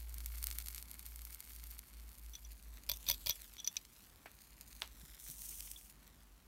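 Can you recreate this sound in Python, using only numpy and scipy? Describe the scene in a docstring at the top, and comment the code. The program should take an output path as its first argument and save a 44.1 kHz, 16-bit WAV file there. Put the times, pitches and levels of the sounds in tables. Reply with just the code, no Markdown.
"""Sizzling coil on a steel post

A wet heating coil on a hand-held steel post spits and sizzles close by in a quiet room: bursts over hiss.
A screwdriver tip grinds (rough noise) and skips over the coil and rings the steel (fading tones).
Knocks, low thumps and a short ping are dying noise in a resonance; a late surge of vapour is gritty noise.
A low hum sinks in pitch and throbs as two tones drift apart; room rumble and hiss lie beneath."""
import sys
import numpy as np
from scipy import signal
from scipy.fft import rfft, irfft, next_fast_len
from scipy.io import wavfile
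from scipy.ndimage import uniform_filter1d, map_coordinates

SR = 44100
rng = np.random.default_rng(int(sys.argv[2]) if len(sys.argv) > 2 else 0)


def file_out(sig):
    """Save sig as 16-bit WAV at sys.argv[1]."""
    # one column per channel
    cols = np.atleast_2d(sig).T
    # limit, then scale
    lim = np.clip(cols, -1, 1)
    pcm = np.round(lim * 32767).astype(np.int16)
    wavfile.write(sys.argv[1], SR, pcm)


N = 285723  # length in samples


def amp(db):
    """Turns decibels into a gain."""
    return 10 ** (np.asarray(db) / 20)


def unit(x):
    """Scales x to an rms (average strength) of 1."""
    return x / np.sqrt(np.mean(x ** 2) + 1e-20)


def curves(rows):
    """Joins the rows by straight lines: one curve for each column after the time."""
    s, *columns = np.transpose(rows)
    return [np.interp(np.arange(N) / SR, s, column) for column in columns]


def wobble(rate):
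    """A smooth random curve with this many random points a second."""
    points = rng.standard_normal(int(N * rate / SR) + 4)
    return map_coordinates(points, [np.arange(N) * rate / SR])


def filtered(x, response):
    """Multiplies the spectrum of x by a response to frequency."""
    m = next_fast_len(N + SR // 2)
    return irfft(rfft(x, m) * response(np.fft.rfftfreq(m, 1 / SR)), m)[..., :N]


def lifted(peaks):
    """A response with a bump at each (centre Hz, width Hz, lift dB)."""
    return lambda f: amp(sum(db / (1 + ((f - c) / w) ** 2) for c, w, db in peaks))


def coloured(x, points):
    """Shapes x by a spectrum of (Hz, dB) points and scales it to rms 1."""
    f, db = np.transpose(points)
    return unit(filtered(x, lambda hz: amp(np.interp(np.log(hz + 1), np.log(f), db))))


def bursts(s, db, hz, tail_db, t60, size):
    """Each burst is one pressure cycle followed by scattered reflections off hands and table."""
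    lead = 12  # samples before the middle of the cycle
    t = np.arange(size) / SR
    u = (t - lead / SR) * 2 * np.pi * hz[:, None]
    cycle = -u * np.exp((1 - u ** 2) / 2)
    scatter = np.diff(rng.standard_normal((len(s), size + 1)), axis=1)
    tail = amp(tail_db - 60 * t / t60) * scatter * (u > 2)
    at = np.round(s * SR).astype(int)[:, None] + np.arange(size) - lead
    sound = amp(db)[:, None] * (cycle + tail)
    return np.bincount(np.clip(at, 0, N).ravel(), sound.ravel(), N + 1)[:N]


def bubbles(count, centre_hz, spread_db, hiss_db):
    """A random rain of small bursts over steam hiss, rms 1; a few are much louder than the rest."""
    chance = rng.random((count, 3))
    s = chance[:, 0] * N / SR
    hz = centre_hz * 2 ** (1.88 * (chance[:, 1] - .5))
    db = -spread_db * np.log(chance[:, 2] + 0.0042)
    grains = bursts(s, db, hz, tail_db=-11.0, t60=0.0066, size=96)
    band = lambda f: (f / centre_hz) ** 1.14 / (1 + (f / centre_hz) ** 2.28)
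    hiss = unit(filtered(rng.standard_normal(N), band))
    return unit(unit(grains) + amp(hiss_db) * hiss)


# Liquid simmering on the hot coil, before spurts and colouring. Each row: time in seconds, level in dB.
SIMMER = [(0.0, -63), (0.64, -54), (0.9, -57.5), (2.04, -65), (2.8, -68), (3.16, -57), (3.56, -66.5),
          (4.53, -69), (4.87, -66), (5.15, -64), (5.9, -68), (6.15, -77.5), (6.48, -84)]
# Single pops and ticks, loud and faint, before colouring.
# Each row: time in seconds, peak of the pressure cycle in dB, centre in Hz.
POPS = [(0.1428, -27.5, 10300), (0.2608, -18, 11730), (0.4284, -22.5, 9100), (0.4415, -15, 10900),
        (0.4701, -15.5, 9600), (0.5036, -24.5, 11000), (0.5126, -24.5, 5140), (0.5264, -32, 6200),
        (0.5861, -17.5, 9200), (0.602, -31.5, 5500), (0.6236, -30, 11700), (0.6609, -27, 9500),
        (0.673, -31, 7000), (0.6849, -21.5, 8460), (0.708, -33, 9000), (0.7475, -24.5, 9100),
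        (0.761, -30, 8500), (0.7808, -27, 5830), (0.8265, -27, 8450), (0.9144, -23, 12500),
        (0.994, -27.5, 8860), (1.0643, -24.5, 12500), (1.16, -24, 13300), (1.2187, -28.5, 11700),
        (1.2517, -24.5, 11700), (1.3284, -30.5, 11050), (1.3467, -26, 11100), (1.405, -23.5, 11500),
        (1.5195, -26.5, 16800), (1.5501, -31.5, 13300), (1.792, -26.5, 8400), (3.568, -38, 3920),
        (3.758, -39, 7000), (3.8518, -37.5, 5160), (4.6111, -29.5, 8500), (4.7294, -38, 4960),
        (4.815, -37, 7000), (4.8763, -37, 8000), (5.1994, -37, 7680), (5.301, -26.5, 10860),
        (5.4196, -25.5, 11000), (5.6065, -25, 7500), (5.715, -21.5, 11720), (5.899, -36, 11100),
        (6.0777, -34.5, 13900)]
# Resonances of the cup around the coil. Each row: centre in Hz, width in Hz, lift in dB.
CUP = [(4210, 56, 2.5), (12230, 750, 5)]
# Finer resonances while the tip rests beside the coil. Each row: centre in Hz, width in Hz, lift in dB.
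BESIDE = [(1350, 190, 4.5), (2193, 115, 8), (4460, 93, 6.5), (8630, 120, 5), (9360, 280, 3.5),
          (11460, 220, 6.5), (12900, 150, 4.5), (13750, 170, 5.5), (14800, 200, 7)]
# Base levels of big bubbles and of lone clear ticks, and the share of the simmer's dB swing they follow.
COARSE_DB, COARSE_FOLLOWS = -70.5, 0.61
TICK_DB, TICK_FOLLOWS = -67, 0.67
TIP_AWAY_S, TIP_LEAVES_S = 2.32, 0.18  # the tip is drawn back, and how long that takes
# An echo off the moving hands: middle delay, level, and random swing of the delay as a ratio in dB.
HAND_ECHO_S, HAND_ECHO_DB, HAND_MOVES_DB = 0.000503, -6.5, 3


def coil():
    """Liquid boils off the wire in spurts; the cup around it colours every burst."""
    simmer_db, = curves(SIMMER)
    swing_db = simmer_db - simmer_db.mean()
    coarse_db = COARSE_DB + COARSE_FOLLOWS * swing_db
    tick_db = TICK_DB + TICK_FOLLOWS * swing_db
    spurts_db = 2.73 * wobble(14) + 2.43 * wobble(70)
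    fine = bubbles(count=5000, centre_hz=12800, spread_db=4.5, hiss_db=-5.5)
    fine *= amp(simmer_db + spurts_db)
    coarse = bubbles(count=900, centre_hz=3310, spread_db=1.8, hiss_db=-4.5)
    coarse *= amp(coarse_db + 0.87 * spurts_db)
    ticks = amp(tick_db) * bubbles(count=1300, centre_hz=8700, spread_db=3.0, hiss_db=-16)
    pops = bursts(*np.transpose(POPS), tail_db=-20.5, t60=.012, size=700)
    boil = filtered(fine + coarse + ticks + pops, lifted(CUP))
    lag = SR * HAND_ECHO_S * amp(HAND_MOVES_DB * wobble(2.5))  # in samples
    with_echo = boil + amp(HAND_ECHO_DB) * map_coordinates(boil, [np.arange(N) - lag])
    beside_tip = filtered(boil, lifted(BESIDE))
    away = np.clip((np.arange(N) / SR - TIP_AWAY_S) / TIP_LEAVES_S, 0, 1)
    return away * amp(-1) * with_echo + (1 - away) * amp(-2) * beside_tip


# Relative spectrum of the vapour jet. Each row: frequency in Hz, level in dB per Hz.
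JET = [(1500, -40), (3100, -11), (4900, -8.5), (6000, -1.5), (9000, 1), (16000, -1.5)]
FIRE_ON_S, FIRE_PEAK_S, FIRE_OFF_S = 5.197, 5.45, 5.915  # current flows, wick is hottest, current stops
# Level at the peak before flicker and echo, its rise, and its fall as the wick dries.
FIRE_DB, SWELL_DB_PER_S, DRY_DB_PER_S = -49, 27, 21
DRY_OUT_S, DRY_OUT_DB_PER_S = 5.74, 34  # the last liquid runs out: extra fall from here
TABLE_S, TABLE_DB = 0.000336, -12  # the jet's echo off the table top


def vapour():
    """Fierce boiling merges into a gritty hiss: noise with a wildly varying level, plus one echo."""
    grit = rng.standard_normal(N) * amp(7.6 * rng.standard_normal(N) + 1.8 * wobble(300))
    t = np.arange(N) / SR
    echo = lambda f: 1 + amp(TABLE_DB) * np.exp(-2j * np.pi * f * TABLE_S)
    jet = filtered(coloured(grit, JET), echo)
    late = t - FIRE_PEAK_S
    jet_db = FIRE_DB + SWELL_DB_PER_S * np.minimum(late, 0) - DRY_DB_PER_S * np.maximum(late, 0)
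    jet_db -= DRY_OUT_DB_PER_S * np.maximum(t - DRY_OUT_S, 0)
    current_on = (t > FIRE_ON_S) & (t < FIRE_OFF_S)
    return current_on * amp(jet_db + 2.2 * wobble(70)) * jet


# Contacts of the tip with the steel. Each row: time in seconds, nominal blow level in dB,
# nominal ring level in dB, lean from the low to the middle ring in dB.
TAPS = [(2.335, -80, -47, 5), (2.352, -54, -44, 4), (2.448, -74, -52, 15), (2.891, -37, -41, 2),
        (2.8961, -31, -34, -5), (2.9156, -33, -34, -3.5), (2.936, -49, -41, 0), (3.066, -40, -50, -20),
        (3.075, -57, -45, 0), (3.083, -51, -39, -7), (3.0875, -31, -28, 1), (3.095, -34, -42, -4),
        (3.0992, -25.5, -33, 3), (3.1116, -35, -29, -1), (3.1152, -35.5, -37.5, 8),
        (3.125, -50, -51, -17.5), (3.140, -55, -51, -8.5), (3.261, -33, -53, -12), (3.266, -48, -37, -5),
        (3.2698, -31.5, -38, -2), (3.291, -42, -34, 5), (3.2954, -28.5, -33.5, 2), (3.301, -44, -36, -4),
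        (3.3068, -38, -32, 1.5), (3.3205, -58, -47, -6), (3.581, -71, -44.5, -1), (3.59, -70, -44.5, -2),
        (3.6, -59, -40.5, 9), (3.645, -48, -40.5, 10), (3.665, -44, -54, 8), (3.6746, -36.5, -32, 13),
        (3.767, -43, -31.5, 9)]
# Modes (natural tones) of the steel, in four groups: with the blow, low, middle and high ring.
# Each row: nominal pitch in Hz, relative level in dB, time in seconds to fall 60 dB before damping.
STEEL = [
    [(2486, -8, 0.038), (4450, 0, 0.026), (4890, 8.5, 0.008), (12400, -0.5, 0.0079)],
    [(3430, -3, 0.091), (3760, -1.5, 0.021)],
    [(5920, 2, 0.031)],
    [(13550, -1.5, 0.035), (13160, -6, 0.019)],
]
# Tank tones shaken under pressure. Each row: pitch in Hz, level against the blow in dB, 60 dB fall in seconds.
TANK = [(111, -16, 0.045), (594, -18, 0.044), (962, -19, 0.048)]
# The tip is pushed against the coil between these two times: start in seconds, end in seconds.
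PRESSED = (2.85, 3.305)
GRIP_S = 3.72  # a hand closes on the steel
# Extra damping when pressed or gripped, as the 60 dB fall time it would give alone.
PRESSED_T60_S, GRIP_T60_S = 0.054, 0.03
HELD_DETUNE_HZ, FREE_DETUNE_HZ = 132, 24  # the pitch of held steel scatters more
HIGH_PRESSED_DB, HIGH_FREE_DB = 5, -3  # the high ring, over the mean of blow and ring
RING_SHARE = 0.7  # share of each mode's fall time that remains


def screwdriver():
    """Each contact cracks and rings the steel modes; holding damps them, pressure shakes the tank."""
    out, t = np.zeros(N + SR), np.arange(SR // 8) / SR
    for s, blow_db, ring_db, lean_db in TAPS:
        pressed = PRESSED[0] < s < PRESSED[1]
        high_db = (blow_db + ring_db) / 2 + (HIGH_PRESSED_DB if pressed else HIGH_FREE_DB)
        levels = blow_db, ring_db - lean_db / 2, ring_db + lean_db / 2, high_db
        damping, detune_hz = 0, FREE_DETUNE_HZ
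        if pressed or s > GRIP_S:
            damping = 1 / (PRESSED_T60_S if pressed else GRIP_T60_S)
            detune_hz = HELD_DETUNE_HZ
        rise = 1 - np.exp(-t / (0.00029 * amp(-.6 * (max(levels) + 25.0))))  # light contacts are slower
        sound = amp(blow_db + 4.5 - 60 * t / 0.0068) * np.diff(rng.standard_normal(len(t) + 1))
        for db, group in zip(levels, STEEL):
            for hz, mode_db, t60 in group:
                drift = 0.091 * np.cumsum(rng.standard_normal(len(t)))  # scraping roughens the ring
                fall_db = 60 * t * (1 / (t60 * RING_SHARE) + damping)
                fade = amp(-fall_db) + amp(-21 - 0.28 * fall_db)  # a faint part lingers
                size = amp(db + mode_db + rng.normal(0, 1.9)) * fade
                pitch_hz = hz + detune_hz * rng.normal()
                sound += size * np.sin(2 * np.pi * pitch_hz * t + drift)
        for hz, mode_db, t60 in TANK if pressed else []:
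            sound += amp(blow_db + mode_db - 60 * t / t60) * np.sin(2 * np.pi * hz * t)
        out[round(s * SR):][:len(t)] += rise * sound
    return out[:N]


# The tip grinds along the wire. Each row: start in seconds, length before the fade in seconds, level in dB
# (a scale for noise whose rms over the whole scene is 1).
RASPS = [(2.89, .028, -51), (3.067, 0.073, -48), (3.26, 0.049, -51)]
RASP_WIDTH_HZ, RASP_FADE_S = 140, 0.015  # blur of each steel mode; time to fade to about a third


def rasp():
    """Gritty friction, heard through the blurred modes of the steel."""
    t = np.arange(N) / SR
    grit = rng.standard_normal(N) * amp(5.2 * wobble(400))
    modes = [(hz, RASP_WIDTH_HZ, 14) for group in STEEL for hz, _, _ in group]
    steel = unit(filtered(grit, lambda f: lifted(modes)(f) * f / (f + 3000)))
    strokes = np.zeros(N)
    for s, length, db in RASPS:
        fade = np.exp(-np.maximum(t - s - length, 0) / RASP_FADE_S)
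        strokes += amp(db) * (t > s) * fade
    return strokes * steel


# Knocks, low thumps, a short ping near the end and the body of the gripped tap.
# Each row: start in seconds, peak in dB, centre in Hz,
# time in seconds for the main noise to fall 60 dB, sharpness of the resonance (no unit).
KNOCKS = [(3.7681, -38.5, 2470, 0.02, 4.2), (3.769, -33, 4640, 0.025, 2.2), (4.257, -44.5, 490, 0.039, .8),
          (4.258, -43.5, 1810, 0.097, 1.1), (4.8196, -21, 2850, 0.0075, 0.75),
          (4.819, -42, 880, 0.13, 0.66), (5.03, -53.5, 139, 0.055, 1.5), (5.29, -51, 145, 0.065, 1.9),
          (5.761, -46, 3430, 0.018, 13)]


def knocks():
    """Knocks, thumps and a ping: a dying noise passes twice through one resonance."""
    out, t = np.zeros(N + SR), np.arange(SR // 8) / SR
    for s, db, hz, t60, sharpness in KNOCKS:
        b, a = signal.iirpeak(hz, sharpness, SR)
        fade = amp(-60 * t / t60) + amp(-26.5 - 60 * t / 0.21)  # a faint part lingers
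        noise = rng.standard_normal(len(t)) * fade
        knock = signal.lfilter(np.convolve(b, b), np.convolve(a, a), noise)
        out[round(s * SR):][:len(t)] += amp(db) * knock / np.abs(knock).max()
    return out[:N]


# Two low tones that beat. Each row: time in seconds, sinking tone in dB rms, steady tone in dB rms.
HUM = [(0, -57.5, -52), (.32, -58, -47.5), (1, -59.5, -54), (1.4, -58.5, -59), (2.3, -56.5, -57.5),
       (3.2, -55, -62), (3.7, -76, -75), (4.2, -71, -78), (4.9, -68, -61), (5.7, -58.5, -75),
       (6, -69.5, -75), (6.48, -66, -81)]
# The sinking tone falls behind the steady one; at odd half cycles they oppose each other.
# Each row: time in seconds, cycles behind (corners are smoothed).
BEHIND = [(.25, 0), (.97, .5), (1.88, 2.5), (2.16, 3.5), (2.6, 5.5), (3.05, 7.5), (3.35, 9.5), (6.48, 35)]
STEADY_HZ = 56.9
# A lower tone swells and fades: middle, half-width of the swell, peak dB rms, pitch at the middle, glide.
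THIRD_S, THIRD_LASTS_S, THIRD_DB, THIRD_HZ, THIRD_HZ_PER_S = 4.9, 0.55, -68, 43.16, -4


def hum():
    """A tone sinks away from a steady one, so their sum throbs; a third passes late, over a fuzzy drone."""
    sinking_db, steady_db = curves(HUM)
    t = np.arange(N) / SR
    lost_cycles = uniform_filter1d(curves(BEHIND)[0], size=SR // 8)
    sinking = amp(sinking_db) * np.sin(2 * np.pi * (STEADY_HZ * t - lost_cycles))
    steady = amp(steady_db) * np.sin(2 * np.pi * STEADY_HZ * t)
    drone = amp(-70.0) * coloured(rng.standard_normal(N), [(30, -27), (43, 3.0), (60, -6.0), (75, -30.0)])
    u = t - THIRD_S
    swell = np.exp(-(u / THIRD_LASTS_S) ** 2)
    third_cycles = (THIRD_HZ + THIRD_HZ_PER_S * u / 2) * u
    third = amp(THIRD_DB) * swell * np.sin(2 * np.pi * third_cycles)
    return np.sqrt(2) * (sinking + steady + third) + drone  # root 2 turns rms into peak


# Relative spectrum of the room. 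Each row: frequency in Hz, level in dB per Hz.
ROOM = [(35, -24), (65, 4.5), (110, -4.5), (240, -4), (500, -16.5), (1000, -14), (3500, -25), (16000, -56)]


def room():
    """Indoor rumble and hiss: shaped noise whose level wavers gently."""
    return amp(-68.5 + 1.17 * wobble(5.8)) * coloured(rng.standard_normal(N), ROOM)


def scene():
    """All sources added together at one microphone."""
    return (coil() + vapour() + screwdriver() + rasp() + knocks() + hum() + room())[None]


TOP_HZ = 15830  # band limit


def record(dry):
    """The recorder cuts very steeply above its band limit."""
    return filtered(dry, lambda hz: 1 / (1 + (hz / TOP_HZ) ** 200))


dry = scene()
out = record(dry)
file_out(out)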